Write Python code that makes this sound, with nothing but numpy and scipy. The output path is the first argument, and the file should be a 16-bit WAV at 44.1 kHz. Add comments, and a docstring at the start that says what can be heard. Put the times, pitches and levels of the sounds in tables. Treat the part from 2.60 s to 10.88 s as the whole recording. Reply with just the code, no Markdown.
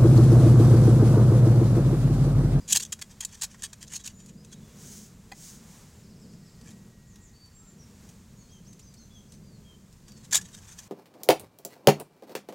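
"""Outdoors in long grass, a hand lifts a small jar out of a curled aluminium wind shield: the thin sheet
catches and slips in short scrapes that squeal in its bending modes. A sleeve then swishes as the arm draws
back and reaches in again, with a soft knock on the way; dry stalks tick now and then. Near the end the hand
picks up the shield and it scrapes again. All along, noise shaped as low wind rumble and a thin hiss of air
runs beneath, and small birds sing far off as gliding tones. One close microphone feeds both channels."""
import sys
import numpy as np
from scipy import signal
from scipy.fft import rfft, irfft
from scipy.io import wavfile
from scipy.ndimage import map_coordinates

SR = 44100
rng = np.random.default_rng(int(sys.argv[2]) if len(sys.argv) > 2 else 0)


def int16_out(signal):
    """Quantize to a 16-bit WAV file."""
    q = np.round(np.clip(np.atleast_2d(signal).T, -1, 1) * 32767)
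    wavfile.write(sys.argv[1], SR, q.astype(np.int16))


N = 365148
TIME = np.arange(N) / SR  # seconds

# Catches and slips of the sheet: start_s, rise_s, fall_s, level_db (rms), bend_hz (bending mode),
# body_db (weight of the lower tones, trimmed by pitch in sheet_response)
SCRAPE_STROKES = [(0.078, 0.038, 0.0095, -32, 4010, -1), (0.121, 0.0047, .012, -17.5, 3200, -10.5),
                  (0.144, 0.018, .009, -23, 3280, -0.5), (0.165, 0.0064, 0.0099, -22, 4050, -3),
                  (0.197, 0.0043, 0.014, -34, 3790, 1), (0.218, .016, .006, -35, 3370, -2),
                  (0.249, 0.0013, 0.025, -44, 3320, -4), (0.322, .005, 0.012, -30.5, 3850, -1),
                  (0.388, .004, .016, -53, 3880, 11), (0.414, 0.0086, 0.0064, -36, 3260, 5),
                  (0.605, 0.0041, 0.0084, -33, 3200, -2), (0.618, 0.02, .007, -43, 3160, 6.5),
                  (0.648, 0.0021, 0.0067, -29, 4500, -9), (0.743, 0.01, .007, -48.5, 3400, 1),
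                  (0.811, 0.011, 0.011, -31.5, 3960, 0), (0.828, 0.0075, 0.019, -31.5, 4060, 3),
                  (0.94, 0.0087, .01, -54.5, 3010, 21), (1.021, .002, .009, -40.5, 2880, 3.5),
                  (1.031, 0.0043, 0.032, -35.5, 3010, 2), (1.129, 0.0026, 0.012, -44.5, 3900, 6),
                  (1.207, .022, 0.023, -47, 3120, 2), (1.266, 0.016, 0.0087, -52, 4090, -1),
                  (1.295, 0.031, .01, -48.5, 2890, 5), (1.325, 0.011, 0.022, -40.5, 2870, 1),
                  (1.345, 0.018, 0.019, -36.5, 4280, -5), (1.437, 0.0069, 0.013, -47, 2800, -8),
                  (1.452, 0.013, 0.0062, -39.5, 4200, -6), (1.474, 0.0019, 0.0078, -36.5, 2700, -4),
                  (1.844, 0.0042, 0.009, -54.5, 2800, -7), (1.915, 0.016, 0.015, -49.5, 3340, 0),
                  (4.04, 0.046, 0.025, -56.5, 2510, 7), (7.477, .007, 0.034, -57, 3430, 6),
                  (7.709, .003, 0.026, -41.5, 3500, 0), (7.724, 0.0093, 0.0087, -23.5, 3600, 6.5),
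                  (7.737, 0.012, 0.0036, -21.5, 3500, 3), (7.749, 0.0066, 0.012, -20, 3800, 1.5),
                  (7.764, 0.0043, 0.018, -26, 3530, 2), (7.779, 0.0027, 0.024, -46, 4130, 20),
                  (7.811, .002, 0.023, -47, 3570, 1), (8.182, .008, .015, -44.5, 3350, 4.5)]
# Broad tone colour of the sheet: pitch_hz, relative_level_db (per Hz)
SHEET_COLOUR = [(240, -75), (400, -23), (665, -21), (752, -17.5), (1120, -13), (1310, -21), (1700, -8.5),
                (2140, -15.5), (2460, -6.5), (3840, -4.5), (4480, -8.5), (7210, 0), (8540, -5.5),
                (15800, -19.5)]
# Modes that ring in every scrape: pitch_hz, width_hz, level_db (over the broad colour)
SHEET_RINGS = [(860, 60, -1), (1080, 70, -19), (1530, 110, -0.5), (3270, 68, 6.5), (3840, 77, 4),
               (4540, 160, 9), (6390, 94, 5), (7660, 120, -18), (8700, 140, -7)]
# Light rubbing of the sheet against jar or fingers: start_s, end_s, middle_level_db (rms)
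RUB_SPANS = [(0.511, 0.56, -54.5), (0.681, 1.12, -60.5), (1.403, 1.51, -53.5), (1.6, 1.7, -62),
             (3.721, 3.77, -61.5), (7.569, 7.662, -61.5), (7.828, 8.26, -57)]
# Swishes of the sleeve: start_s, rise_s, fall_s, peak_level_db (rms, before the flutter)
SLEEVE_SWISHES = [(2.09, 0.23, 0.25, -48), (2.71, 0.14, 0.21, -48), (2.93, 0.19, 0.28, -61.5)]
# Tone colour of the cloth: pitch_hz, relative_level_db (per Hz)
CLOTH_COLOUR = [(880, -43), (1500, -15), (2370, -14.5), (2590, -20), (2970, -12.5), (4100, -10.5),
                (6500, 1), (9510, -8), (12400, -16), (15500, -12.5)]
# A soft knock and its rebound: start_s, relative_peak_db
KNOCK_HITS = [(2.7175, -42.5), (2.7214, -39.5), (2.7315, -49)]
# Modes the knock rings with: pitch_hz, relative_level_db, t60_s (time to fade by 60 dB)
KNOCK_RINGS = [(796, -1, 0.034), (1000, -11, 0.033), (2014, -1.5, 0.042), (2480, 1.5, 0.025),
               (3320, -3, .015), (4250, 0.5, 0.022), (4700, 0, 0.015), (6470, -1, 0.014), (7430, -2, .012)]
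# Ticks of dry stalks: start_s, peak_level_db
STALK_TICKS = [(1.6597, -42), (4.012, -41), (4.1066, -38), (4.5567, -41), (4.859, -50), (5.49, -42),
               (6.1294, -44), (6.1928, -41), (6.338, -43.5), (6.721, -40.5), (6.738, -47), (6.7494, -48),
               (7.3266, -46), (7.519, -42), (7.648, -43)]
# Plain bird whistles: start_s, length_s, start_pitch_hz, end_pitch_hz, level_db (rms, before the echo)
BIRD_WHISTLES = [(0, 0.067, 4960, 4740, -65), (0.677, 0.072, 3360, 3230, -70), (1.38, .06, 3900, 3830, -66),
                 (1.527, 0.17, 7000, 6870, -61.5), (1.77, .068, 4950, 4960, -67),
                 (1.87, 0.11, 4100, 3620, -71), (1.961, .19, 3440, 3330, -72.5),
                 (3.701, 1.5, 1898, 1854, -81.5), (4.735, 0.16, 4520, 4510, -63),
                 (4.928, 0.2, 7480, 7170, -60.5), (4.991, .13, 1275, 1377, -73),
                 (5.78, .11, 4450, 4120, -72), (5.889, 0.099, 3300, 3040, -66),
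                 (6.256, 0.076, 4900, 4650, -70), (6.363, 0.082, 4500, 3950, -66),
                 (6.502, 0.095, 3480, 3160, -60.5), (6.82, .17, 4880, 4070, -69.5),
                 (7.038, .12, 3274, 3000, -64), (7.44, 0.19, 4750, 4140, -68)]
# Buzzy falling bird notes: start_s, length_s, start_pitch_hz, end_pitch_hz, level_db (rms, before the echo)
BIRD_TRILLS = [(4.465, .1, 7360, 5750, -66), (4.61, 0.093, 7600, 5920, -62),
               (5.186, 0.063, 5930, 5300, -61), (5.765, 0.072, 6900, 6250, -61.5)]
# Pitch path of a chirp: share_of_syllable, pitch_hz
CHIRP_PATH = [(0, 4400), (.27, 6100), (.42, 6420), (1, 5950)]
# Pitch path of a twitter: share_of_syllable, pitch_hz
TWITTER_PATH = [(0, 5730), (1, 4280)]
# Pitch path of a slurred note: share_of_syllable, pitch_hz
SLUR_PATH = [(0, 8050), (.5, 7600), (1, 6900)]
# Slow swells of the upper wind rumble: time_s, relative_gain_db
WIND_SWELLS = [(0.0, -50.5), (0.67, -57.5), (1.38, -53.5), (1.4, -56.5), (1.68, -49.5), (3.41, -52.5),
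               (3.74, -46), (3.76, -50.5), (3.99, -52), (4.1, -46.5), (4.34, -54.5), (4.84, -58),
               (5.33, -52.5), (6.5, -54.5), (7.08, -50), (7.31, -57.5), (7.61, -52.5), (8.28, -56.5)]
# Tone colour of the rumble: pitch_hz, relative_level_db (per Hz)
RUMBLE_COLOUR = [(12, -58), (20, -9), (91, -5), (192, -2.5), (216, -2.5), (270, -16), (304, -17),
                 (338, -17.5), (468, -19), (552, -25), (700, -30), (910, -63), (1540, -120)]
# Swells of the air in the grass: time_s, level_db (rms, before a small random wander)
BREEZE_SWELLS = [(0, -59.5), (1.8, -64), (2.2, -58), (2.58, -62), (3.15, -56.5), (3.5, -63), (4.15, -61.5),
                 (4.4, -64.5), (5.0, -64), (5.45, -59.5), (5.7, -63), (7.3, -64), (8.28, -57.5)]
# Tone colour of that air: pitch_hz, relative_level_db (per Hz)
AIR_COLOUR = [(350, -16), (600, -3.5), (660, -4.5), (982, -2), (1290, -4.5), (1950, -6.5), (3230, -9),
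              (4250, -8), (5430, -7), (7050, -3.5), (10500, -14.5), (15800, -16)]

# A harder push squeals higher and brings out the bright edge; both are given for a scrape of MEDIUM_DB.
MEDIUM_DB = -34
SQUEAL_HZ, SQUEAL_HZ_PER_DB = 6930, 44
SQUEAL_SPREAD_HZ = 390  # the curl of the sheet differs from scrape to scrape
EDGE_DB, EDGE_PER_DB = -2.5, 0.17
RUB_PER_S, RUB_RISE_S, RUB_FALL_S, RUB_SCATTER_DB = 28, 0.0203, 0.023, 8.5
RUB_BEND_HZ, RUB_BEND_SPREAD_HZ, RUB_BODY_DB = 3380, 570, 5
# Whistles and trills bow upwards in mid-note by a share of their pitch; wide glides bow more.
WHISTLE_ARCH, ARCH_PER_GLIDE = .01, 0.126
TRILL_PER_GLIDE = 0.27  # the wider the fall, the deeper the trill
SCOOP, SCOOP_S = 0.069, 0.00793  # a note slides up from this share below its pitch, in about this time
RUN_FADE_DB = 3.5  # how much softer a run is at its ends
SYLLABLE_SCATTER_DB, SYLLABLE_DRIFT = 2, 0.0082  # random spread in level, and in pitch as a share
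STEADY_HZ, STEADY_GAIN_DB = 112, -51.5  # the rumble below this pitch keeps a steady gain
TOP_HZ = 15900


def shield():
    """The aluminium sheet sounds each time it catches and slips."""
    out = np.zeros(N)
    for start, *stroke in SCRAPE_STROKES:
        add(out, start, pushed_scrape(*stroke))
    return out


def pushed_scrape(rise, fall, db, bend_hz, body_db):
    """One scrape whose squeal and brightness follow how hard the sheet is pushed."""
    push = db - MEDIUM_DB
    squeal_hz = SQUEAL_HZ + SQUEAL_HZ_PER_DB * push + SQUEAL_SPREAD_HZ * rng.uniform(-1, 1)
    edge_db = EDGE_DB + EDGE_PER_DB * push
    sheet = sheet_response(squeal_hz, bend_hz, body_db, edge_db)
    return scrape(rise, fall, db, sheet)


def scrape(rise, fall, db, sheet, foot_db=-13, end_db=-17, ring_t60=.09, ring_db=-13):
    """Pressure builds and lets go; the slips ring the sheet, which shimmers on briefly."""
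    t = np.arange(int((rise + fall) * SR)) / SR
    pressure_db = np.interp(t, [0, rise, rise + fall], [foot_db, 0, end_db])
    pressure_db += 2.0 * walk(len(t), 109.3)
    force = slips(len(t), rate=7000, scatter_db=4.0) * undb(pressure_db)

    after = np.arange(SR // 10) / SR
    shimmer = rng.standard_normal(len(after)) * undb(-60 * after / ring_t60)
    shimmer *= undb(ring_db) / np.linalg.norm(shimmer)
    shimmer[0] = 1  # the direct sound
    ringing = signal.fftconvolve(force, sheet)
    y = signal.fftconvolve(ringing, shimmer)
    # the level is set over the stroke, leaving out the tail
    return y * undb(db) / np.sqrt(np.mean(y[:len(t)] ** 2) + 1e-20)


def sheet_response(squeal_hz, bend_hz, body_db, edge_db, size=2048):
    """The sheet as it is held just now: curl and contact point shift its modes and their weights."""
    hz = np.fft.rfftfreq(size, 1 / SR)
    power = 1 + sum(undb(db) ** 2 * resonance(hz, f, width) for f, width, db in SHEET_RINGS)
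    power += undb(4.5) ** 2 * resonance(hz, squeal_hz, 274)
    power += undb(10.0) ** 2 * resonance(hz, bend_hz, 185)
    body = [(250, body_db - 10.0), (700, body_db - 2.5), (2000, body_db + 0.5)]
    contact = body + [(2800, -4.5), (4100, -6), (5200, 0.0056), (8500, 0.006), (11000, edge_db)]
    crowded_modes = 2.65 * walk(len(hz), 7)  # many small uneven peaks and dips
    broad_db = colour_db(SHEET_COLOUR, hz) + colour_db(contact, hz)
    return response(broad_db + 10 * np.log10(power) + crowded_modes)


def resonance(hz, centre_hz, width_hz):
    """Power response of one mode, 1 at its centre."""
    return 1 / (1 + (2 * (hz - centre_hz) / width_hz) ** 2)


def slips(count, rate, scatter_db):
    """Stick and slip: tiny clicks of uneven size at random moments, about rate of them a second."""
    spread = np.clip(rng.standard_normal(count), -2, 2)
    size = undb(scatter_db * spread) * rng.choice([-1, 1], count)
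    return size * (rng.random(count) < rate / SR)


def rubbing():
    """Between the catches the sheet slides on in faint, uneven little scrapes."""
    out = np.zeros(N)
    for start, end, db in RUB_SPANS:
        times = np.arange(start, end - RUB_RISE_S, 1 / RUB_PER_S)
        chances = rng.uniform(-1, 1, (len(times), 3))
        for s, (late, force, curl) in zip(times, chances):
            rub_db = db + RUB_SCATTER_DB * force
            bend_hz = RUB_BEND_HZ + RUB_BEND_SPREAD_HZ * curl
            y = pushed_scrape(RUB_RISE_S, RUB_FALL_S, rub_db, bend_hz, RUB_BODY_DB)
            add(out, s + .5 * late / RUB_PER_S, y)
    return out


def sleeve(flutter_db=1.0):
    """Cloth hisses in step with the speed of the arm."""
    speed = np.zeros(N)
    for start, rise, fall, db in SLEEVE_SWISHES:
        phase = np.interp(TIME - start, [0, rise, rise + fall], [0, np.pi / 2, np.pi])
        speed += undb(db) * np.sin(phase) ** 2
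    flutter = undb(flutter_db * walk(N, SR / 40))
    return noise(CLOTH_COLOUR) * speed * flutter


def knock(contact_t60=0.0072):
    """A small dull knock: a rough contact pushes a few damped modes."""
    out, t = np.zeros(N), np.arange(SR // 10) / SR
    ring = sum(undb(db - 60 * t / t60) * np.sin(2 * np.pi * hz * t) for hz, db, t60 in KNOCK_RINGS)
    for start, db in KNOCK_HITS:
        contact = rng.standard_normal(len(t)) * undb(-60 * t / contact_t60)
        y = signal.fftconvolve(contact, ring)
        add(out, start, y * undb(db + 9.5) / np.abs(y).max())
    return out


def stalks(t60=0.061):
    """A dry stalk gives way in a short run of fibre snaps."""
    out, t = np.zeros(N), np.arange(SR // 20) / SR
    hz = np.fft.rfftfreq(512, 1 / SR)
    straw_colour = [(500, -25), (2500, -2.5), (7000, 6.0), (10000, -1.5), (15000, -13)]
    for start, db in STALK_TICKS:
        straw = response(colour_db(straw_colour, hz) + 3 * walk(len(hz), 5.5))
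        snaps = slips(len(t), rate=3000, scatter_db=3) * undb(-60 * t / t60)
        y = signal.fftconvolve(snaps, straw)
        add(out, start, y * undb(db) / np.abs(y).max())
    return out


def birds(echo_t60=0.48, echo_db=-4.5):
    """Gliding whistles, trills and runs of chirps, scattered by the trees on their way."""
    out = song(CHIRP_PATH, start=5.893, period=.157, length=.095, db=-62.5, count=6)
    out += song(SLUR_PATH, start=3.3, period=.265, length=.12, db=-73.5, count=4)
    out += song(TWITTER_PATH, start=3.37, period=.06, length=.055, db=-69.5, count=13, trill_depth_hz=297)
    for notes, buzz in (BIRD_WHISTLES, 0), (BIRD_TRILLS, TRILL_PER_GLIDE):
        for s, length, start_hz, end_hz, db in notes:
            glide = abs(start_hz - end_hz)
            arch = WHISTLE_ARCH + ARCH_PER_GLIDE * glide / start_hz
            add(out, s, note(length, db, [(0, start_hz), (1, end_hz)], arch, buzz * glide))
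    t = TIME[:SR]
    trees = rng.standard_normal(len(t)) * undb(-60 * t / echo_t60)
    echo = signal.fftconvolve(out, trees / np.linalg.norm(trees))[:N]
    return out + undb(echo_db) * echo


def song(pitch, start, period, length, db, count, trill_depth_hz=0):
    """A bird repeats one syllable at an even pace (times in s), softer at both ends of the run."""
    out = np.zeros(N)
    places = np.linspace(-1, 1, count)
    chances = rng.standard_normal((count, 2))
    for k, (place, (effort, drift)) in enumerate(zip(places, chances)):
        sung = [(share, hz * (1 + SYLLABLE_DRIFT * drift)) for share, hz in pitch]
        sung_db = db - RUN_FADE_DB * place ** 2 + SYLLABLE_SCATTER_DB * effort
        add(out, start + k * period, note(length, sung_db, sung, 0, trill_depth_hz))
    return out


def note(length, db, pitch, arch=0, trill_depth_hz=0, trill_hz=110):
    """One whistled note that scoops up, then swells and fades along its pitch path."""
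    u = np.linspace(0, 1, int(length * SR))  # share of the note
    bend = arch * np.sin(np.pi * u) - SCOOP * np.exp(-length * u / SCOOP_S)
    waver = 0.0034 * walk(len(u), 296)
    hz = np.interp(u, *np.transpose(pitch)) * (1 + bend + waver)
    hz = hz + trill_depth_hz * np.sin(2 * np.pi * trill_hz * length * u)
    swell = np.sqrt(np.abs(np.sin(np.pi * u))) * undb(2.0 * walk(len(u), 900))
    return level(swell * np.sin(2 * np.pi * np.cumsum(hz) / SR), db)


def wind():
    """A low rumble whose upper part swells slowly, and a thin hiss of air in the grass."""
    rumble = noise(RUMBLE_COLOUR)
    low_pass = signal.butter(3, STEADY_HZ, fs=SR, output="sos")
    deep = signal.sosfiltfilt(low_pass, rumble)
    gusts = (rumble - deep) * undb(curve(WIND_SWELLS) + 1.63 + 1.1 * walk(N, SR / 9))
    hiss = noise(AIR_COLOUR) * undb(curve(BREEZE_SWELLS) + .5 * walk(N, SR / 14))
    return undb(STEADY_GAIN_DB) * deep + gusts + hiss


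def noise(points):
    """Noise of rms 1 with a given spectrum."""
    hz = np.fft.rfftfreq(N, 1 / SR)
    spectrum = rfft(rng.standard_normal(N)) * undb(colour_db(points, hz))
    return level(irfft(spectrum, N), 0)


def response(db):
    """The causal, quickest (minimum-phase) impulse response with this gain over frequency."""
    cepstrum = irfft(np.log(undb(db)))
    half = len(cepstrum) // 2
    # folding the second half onto the first puts the energy as early as possible
    cepstrum[1:half] *= 2
    cepstrum[half + 1:] = 0
    return irfft(np.exp(rfft(cepstrum)))


def walk(count, step):
    """A smooth random wander of spread near 1 through a new random value every step points."""
    knots = rng.standard_normal(int(count / step) + 4)
    return map_coordinates(knots, [np.arange(count) / step + 1], order=3, mode="nearest")


def colour_db(points, hz):
    """Read a table of pitch in Hz and level in dB on a log-frequency axis."""
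    f, db = np.transpose(points)
    return np.interp(np.log(hz + 1), np.log(f), db)  # the +1 avoids log(0)


def curve(rows):
    """Join rows of time in s and value by straight lines."""
    return np.interp(TIME, *np.transpose(rows))


def undb(db):
    """Turn decibels into gain."""
    return 10 ** (np.asarray(db) / 20)


def level(x, db):
    """Scale a sound to an rms level in dB."""
    return x * undb(db) / np.sqrt(np.mean(x ** 2) + 1e-20)


def add(out, s, x):
    """Mix x into out from time s (seconds) on."""
    i = max(int(s * SR), 0)
    out[i:i + len(x)] += x[:max(N - i, 0)]


def scene():
    """Everything reaches one microphone, heard the same on both channels."""
    mono = shield() + rubbing() + sleeve() + knock() + stalks() + birds() + wind()
    return np.array([mono, mono])


def record(dry):
    """The recorder steeply cuts everything above TOP_HZ."""
    low_pass = signal.ellip(10, .2, 80, TOP_HZ, fs=SR, output="sos")
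    return signal.sosfilt(low_pass, dry)


dry = scene()
out = record(dry)
int16_out(out)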